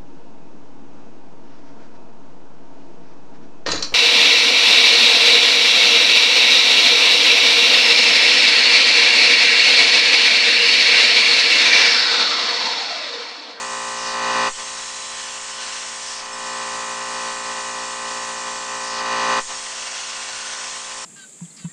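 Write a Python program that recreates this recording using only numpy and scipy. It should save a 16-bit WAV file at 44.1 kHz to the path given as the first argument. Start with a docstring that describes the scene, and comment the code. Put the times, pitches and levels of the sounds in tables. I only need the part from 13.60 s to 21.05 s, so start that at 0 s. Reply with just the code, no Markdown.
"""Air hisses from a plasma torch beside a droning compressor, outdoors, heard through one microphone.
Twice the air bleeds away and bursts back as the arc strikes, then roars, spits and whistles through
steel plate. After the first cut a scrap clinks on the table's slats and the jet hisses on.
The camera's gain control rides the hiss: the drone swells while the air is off and each cut pushes it down.
A low microphone rumble lies underneath."""
import sys
import numpy as np
from scipy import signal
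from scipy.fft import rfft, irfft
from scipy.io import wavfile
from scipy.ndimage import uniform_filter1d, minimum_filter1d

SR = 44100
rng = np.random.default_rng(int(sys.argv[2]) if len(sys.argv) > 2 else 0)


def transcribe(u):
    """Save the signal u as a 16-bit wav file named by the first command-line argument.

    u: samples, shape (n,) or (channels, n), limited to [-1, 1]; the rate is SR.
    q: integer samples, one column per channel.
    """
    v = np.clip(np.atleast_2d(u).T, -1, 1)
    q = np.round(v * 32767).astype(np.int16)
    wavfile.write(sys.argv[1], SR, q)


N = 328545
TIME = np.arange(N) / SR

# The two cuts: air_off_s, strike_s, arc_out_s, cutting_jet_db
CUTS = [(0.337, 0.894, 2.6, -26), (5.211, 5.802, 7.6, -26)]
# Air idling on to cool the torch: time_s, level_db
IDLE_AIR = [(0, -34), (3.8, -33.5), (4.5, -32), (5.25, -33.5)]
# Hiss at the nozzle: frequency_hz, relative_density_db
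JET_SPECTRUM = [(150, -16.5), (500, -33.5), (1000, -18.5), (2000, -6.5), (3200, -6), (4600, -4.5),
                (5500, -2), (6500, -0.5), (7600, 0), (8700, -5), (9400, -14.5), (9900, -19)]
# Roar of the arc in the cut: frequency_hz, relative_density_db
ARC_SPECTRUM = [(120, -27), (350, -31), (600, -6), (1100, -6), (1600, -0.5), (2250, -1), (2900, -0.5),
                (3400, -3.5), (4200, -1), (6300, -1.5), (8000, -11), (9000, -13), (9900, -23)]
# How hard the arc bites into the steel: time_s, roar_db
ARC_BITE = [(1.0, -29.5), (2.6, -27), (5.9, -31), (6.25, -23), (6.65, -24.5), (7.2, -26), (7.45, -35)]
# Airy whistles and puffs in the slot: start_s, end_s, first_hz, last_hz, width_hz, level_db
SLOT_WHISTLES = [(1.0, 1.703, 3970, 4050, 90, -36.5), (1.42, 2.282, 2967, 2840, 380, -35),
                 (1.45, 2.45, 1470, 1500, 120, -39), (1.56, 2.086, 7750, 7700, 250, -49),
                 (1.98, 2.27, 4150, 4100, 160, -39), (2.4, 2.64, 5400, 5230, 1200, -28),
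                 (2.59, 2.681, 1300, 1000, 700, -39), (6.08, 7.15, 1442, 1490, 100, -35),
                 (6.1, 6.944, 2825, 2750, 180, -34.5), (6.198, 6.9, 4410, 4100, 900, -36)]
# Modes of the steel scrap: pitch_hz, level_db, t60_s
SCRAP_MODES = [(5320, -25.5, 0.13), (8000, -31, 0.15)]
# The compressor's drone: shaft_multiple, relative_db
DRONE_HARMONICS = [(1, -34.5), (2, -20.5), (3, -20), (4, -10), (5, -14.5), (6, -23), (7, -6.5), (8, -17),
                   (9, -1), (10, -11), (11, -11), (12, -9.5), (13, -7.5), (14, -6.5), (15, 0.5), (16, -66),
                   (17, 2.5), (18, 4), (19, -6), (20, 1), (21, -18.5), (22, -2.5), (23, -12.5), (24, -35.5),
                   (25, -9), (26, -3.5), (27, -17), (28, -13.5), (29, -31), (30, -4), (31, -4.5), (32, -11),
                   (33, -0.5), (34, -8), (35, -13), (36, -15), (37, -16.5), (38, -30), (39, -27),
                   (40, -12.5), (41, -14), (42, -5), (43, -10), (44, -30), (45, -13), (46, -42),
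                   (47, -16.5), (48, -14), (49, -9), (50, -8), (51, -24), (52, -21.5), (53, -24), (54, -43),
                   (55, -24.5), (56, -25), (57, -21), (58, -19), (59, -22), (60, -21), (61, -19.5),
                   (62, -20.5), (63, -16), (64, -22), (65, -16), (66, -16.5), (67, -17), (68, -19),
                   (69, -20), (70, -22.5), (71, -22), (72, -24.5), (73, -25), (74, -23.5), (75, -22.5),
                   (76, -13.5), (77, -19), (78, -18), (79, -9), (80, -20.5)]
# Trend of its higher, weaker harmonics: frequency_hz, relative_db
BUZZ_TREND = [(4700, -16), (5500, -31.5), (6200, -18), (7500, -37)]
# The exhaust puff and two valve knocks in each turn: position_turns, relative_db
PUMP_STROKES = [(0, -5), (0.407, -10.5), (0.764, -9.5)]
# The compressor's rushing air: frequency_hz, relative_density_db
RUSH_SPECTRUM = [(60, -37), (250, -12), (500, -14.5), (750, -9.5), (1050, -1), (1400, -3), (1900, -11),
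                 (2200, -11), (2500, -3.5), (3400, -8), (4600, -5.5), (6200, -9.5), (8500, -13.5),
                 (9900, -29.5)]
# Rumble at the microphone: frequency_hz, relative_density_db
RUMBLE_SPECTRUM = [(10, -10), (22, -5), (60, -5), (130, -17), (400, -43), (2000, -85.5)]


def air_jet(flutter_db=0.5, buffet_db=0.7):
    """Compressed air hisses from the nozzle, less evenly while it blows into the cut."""
    unsteady_db = flutter_db * wander(14) + buffet_db * arc_burning() * wander(4)
    return airflow() * amplitude(unsteady_db) * turbulence(JET_SPECTRUM, patchy_db=1.5, ripple_db=2.5)


def airflow(bleed_db_per_s=42.5, burst_db=-17, open_s=0.04, pierce_s=0.21, pierce_db=-3, settle_s=0.04):
    """The jet idles, bleeds away, bursts as the valve opens, and blows hard until the arc goes out."""
    flow = level_curve(IDLE_AIR)
    for air_off, strike, arc_out, cutting_db in CUTS:
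        shut = (TIME >= air_off) & (TIME < strike)
        flow *= amplitude(-bleed_db_per_s * (TIME - air_off) * shut)
        piercing = np.clip(1 - (TIME - strike) / pierce_s, 0, 1)  # flow builds as the plate is pierced
        blowing = gate(strike, open_s, arc_out - settle_s, settle_s)
        cutting = amplitude(cutting_db + pierce_db * piercing) * blowing
        burst = amplitude(burst_db) * gate(strike, open_s, end_s=strike + open_s + 0.021, fall_s=0.054)
        flow = np.maximum(flow, np.maximum(cutting, burst))
    return flow


def arc(spits_per_s=700, spit_db=-11, spread_db=2.5, flutter_db=1.64, surge_db=0.87):
    """The arc roars unevenly in the slot while drops of molten steel spit out."""
    drop_db = spread_db * np.minimum(rng.exponential(1, N), 4)
    drops = amplitude(drop_db) * rng.choice([-1, 1], N)
    spits = coloured(drops * (rng.random(N) < spits_per_s / SR), ARC_SPECTRUM)
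    roar = turbulence(ARC_SPECTRUM, patchy_db=1.2, ripple_db=2.5)
    unsteady = amplitude(flutter_db * wander(22) + surge_db * wander(4))
    return level_curve(ARC_BITE) * arc_burning() * unsteady * (roar + amplitude(spit_db) * spits)


def arc_burning(rise_s=0.093, fall_s=0.14):
    """One while the arc burns, zero between cuts."""
    return sum(gate(strike, rise_s, arc_out, fall_s) for _, strike, arc_out, _ in CUTS)


def whistles():
    """Air sounds narrow resonances that glide as the slot grows or the nozzle's pressure falls."""
    out = np.zeros(N)
    # the nozzle's whistle sinks as the air bleeds away; columns as in SLOT_WHISTLES
    nozzle_whistles = [(air_off, air_off + 0.22, 5600, 4810, 1700, -35) for air_off, *_ in CUTS]
    for start_s, end_s, first_hz, last_hz, width_hz, level_db in SLOT_WHISTLES + nozzle_whistles:
        span = (TIME >= start_s) & (TIME < end_s)
        count = span.sum()
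        pole = np.exp(-np.pi * 1.5 * width_hz / SR)
        noise = (rng.standard_normal(N) + 1j * rng.standard_normal(N))[span]
        band = signal.lfilter([1], np.poly([pole, pole]), noise)
        glide = np.exp(2j * np.pi * np.cumsum(np.linspace(first_hz, last_hz, count)) / SR)
        out[span] += amplitude(level_db) * unit_rms((band * glide).real) * signal.windows.tukey(count, 0.35)
    return out


def scrap_clink(start_s=2.731):
    """A scrap of steel hits the slats and rings in two modes."""
    age = np.maximum(TIME - start_s, 0)
    return sum(amplitude(db - 60 * age / t60) * np.sin(2 * np.pi * hz * age) for hz, db, t60 in SCRAP_MODES)


def compressor(shaft_hz=58.585, drone_db=-29, uneven_db=0.65, rush_db=-36.5, pulse_depth=0.083):
    """Beside the torch the pump drones at a nearly steady speed; its rushing air pulses in step."""
    speed_hz = shaft_hz * (1 + 0.000322 * wander(1.474) + 0.000555 * wander(25))
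    turns = np.cumsum(speed_hz) / SR
    cycle = pump_cycle(shaft_hz)
    drone = unit_rms(np.interp(turns % 1, np.arange(len(cycle)) / len(cycle), cycle))
    pulsing = 1 + pulse_depth * np.cos(2 * np.pi * turns)
    rush = coloured(rng.standard_normal(N) * pulsing, RUSH_SPECTRUM)
    return amplitude(drone_db - uneven_db * wander(30)) * drone + amplitude(rush_db) * rush


def pump_cycle(shaft_hz, sweep_s=0.0038, pipe_hz=1100, scatter=0.22):
    """One turn of the shaft: three strokes ring the pump and its pipe."""
    multiples = np.arange(1, 129)
    hz = multiples * shaft_hz
    real, imag, spread = rng.standard_normal((3, len(hz)))
    harmonic_db = spectrum_db(BUZZ_TREND, hz) + 3 * spread
    harmonic_db[:len(DRONE_HARMONICS)] = np.transpose(DRONE_HARMONICS)[1]
    # lower tones leave the pump later, so each stroke chirps downwards
    lag = np.cumsum(sweep_s * np.log(pipe_hz / hz)) * shaft_hz
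    strokes = sum(amplitude(db) * np.exp(-2j * np.pi * (multiples * at + lag)) for at, db in PUMP_STROKES)
    # echoes scatter the timing, least at the pipe's own ring
    echoes = scatter * (1 + 7 * np.log(hz / pipe_hz) ** 2) * (real + 1j * imag)
    harmonics = amplitude(harmonic_db) * np.exp(1j * np.angle(strokes + echoes))
    return irfft(np.r_[0, harmonics], 8192)


def microphone_rumble(level_db=-67.5):
    """The microphone's faint, low rumble."""
    return amplitude(level_db) * coloured(rng.standard_normal(N), RUMBLE_SPECTRUM)


def turbulence(spectrum, patchy_db, ripple_db):
    """Gas noise with drifting patches, and a fine steady ripple from echoes off the table's steel."""
    frames, hz = N // 256 + 5, np.fft.rfftfreq(1024, 1 / SR)
    real, imag, patches = rng.standard_normal((3, frames, len(hz)))
    patches = unit_rms(uniform_filter1d(uniform_filter1d(patches, size=20, axis=0), size=7, axis=1))
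    ripple = unit_rms(uniform_filter1d(rng.standard_normal(len(hz)), size=3))
    colour_db = spectrum_db(spectrum, hz) + patchy_db * patches + ripple_db * ripple
    bins = (real + 1j * imag) * amplitude(colour_db)
    return unit_rms(signal.istft(bins.T, nperseg=1024, noverlap=768)[1][:N])


def amplitude(db):
    """Decibels to amplitude."""
    return 10 ** (np.asarray(db) / 20)


def unit_rms(x):
    """Scales to an rms of one."""
    return x / np.sqrt(np.mean(x ** 2) + 1e-20)


def spectrum_db(spectrum, hz):
    """Reads a spectrum table on a log-frequency axis."""
    knots_hz, knots_db = np.transpose(spectrum)
    return np.interp(np.log(hz + 1), np.log(knots_hz + 1), knots_db)


def level_curve(points):
    """A dB curve as an amplitude for every sample."""
    return amplitude(np.interp(TIME, *np.transpose(points)))


def coloured(x, spectrum):
    """Filters x by a spectrum table, to an rms of one."""
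    response = amplitude(spectrum_db(spectrum, np.fft.rfftfreq(N, 1 / SR)))
    return unit_rms(irfft(rfft(x) * response, N))


def wander(hz):
    """Random drift up to about hz, at an rms of one."""
    knots = rng.standard_normal(int(N / SR * 2 * hz) + 2)
    return unit_rms(np.interp(TIME * 2 * hz, np.arange(len(knots)), knots))


def gate(start_s, rise_s, end_s, fall_s):
    """Rises from start_s, holds until end_s, then falls to nothing."""
    return np.clip((TIME - start_s) / rise_s, 0, 1) * np.clip(1 - (TIME - end_s) / fall_s, 0, 1)


def scene():
    """Compressor, torch and scrap as they reach one microphone in the open air."""
    return (compressor() + air_jet() + arc() + whistles() + scrap_clink())[None]


def gain_control(x, sense_hz=7200, target_db=-37.5, recovery_db_per_s=23, margin_db=1.5):
    """Gain in dB, steered by the treble: it lets go at once after a burst, slowly after lasting hiss."""
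    treble = signal.sosfilt(signal.butter(8, sense_hz, "high", fs=SR, output="sos"), x)
    power = uniform_filter1d(treble ** 2, size=500)
    now_db = uniform_filter1d(10 * np.log10(abs(power) + 1e-12), size=500)
    lasting_db = minimum_filter1d(now_db, size=5001, origin=2500)  # lowest of the last 0.11 s
    recovery_db = recovery_db_per_s * TIME
    held_db = np.maximum.accumulate(lasting_db + recovery_db) - recovery_db + margin_db
    return target_db - np.maximum(now_db, held_db)


def record(dry, leak_db=-59.0, coupling_hz=4.5, top_hz=9950):
    """At the camera: gain control, whose voltage leaks in as a soft thump, rumble, then a band limit."""
    gain_db = gain_control(dry[0])
    thump = signal.lfilter(*signal.butter(1, coupling_hz, "high", fs=SR), gain_db - gain_db[0])
    mix = dry * amplitude(gain_db) + amplitude(leak_db) * thump + microphone_rumble()
    lowpass = signal.firwin(701, top_hz, window=("kaiser", 9), fs=SR)
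    return signal.oaconvolve(mix, lowpass[None], "same")


dry = scene()
out = record(dry)
transcribe(out)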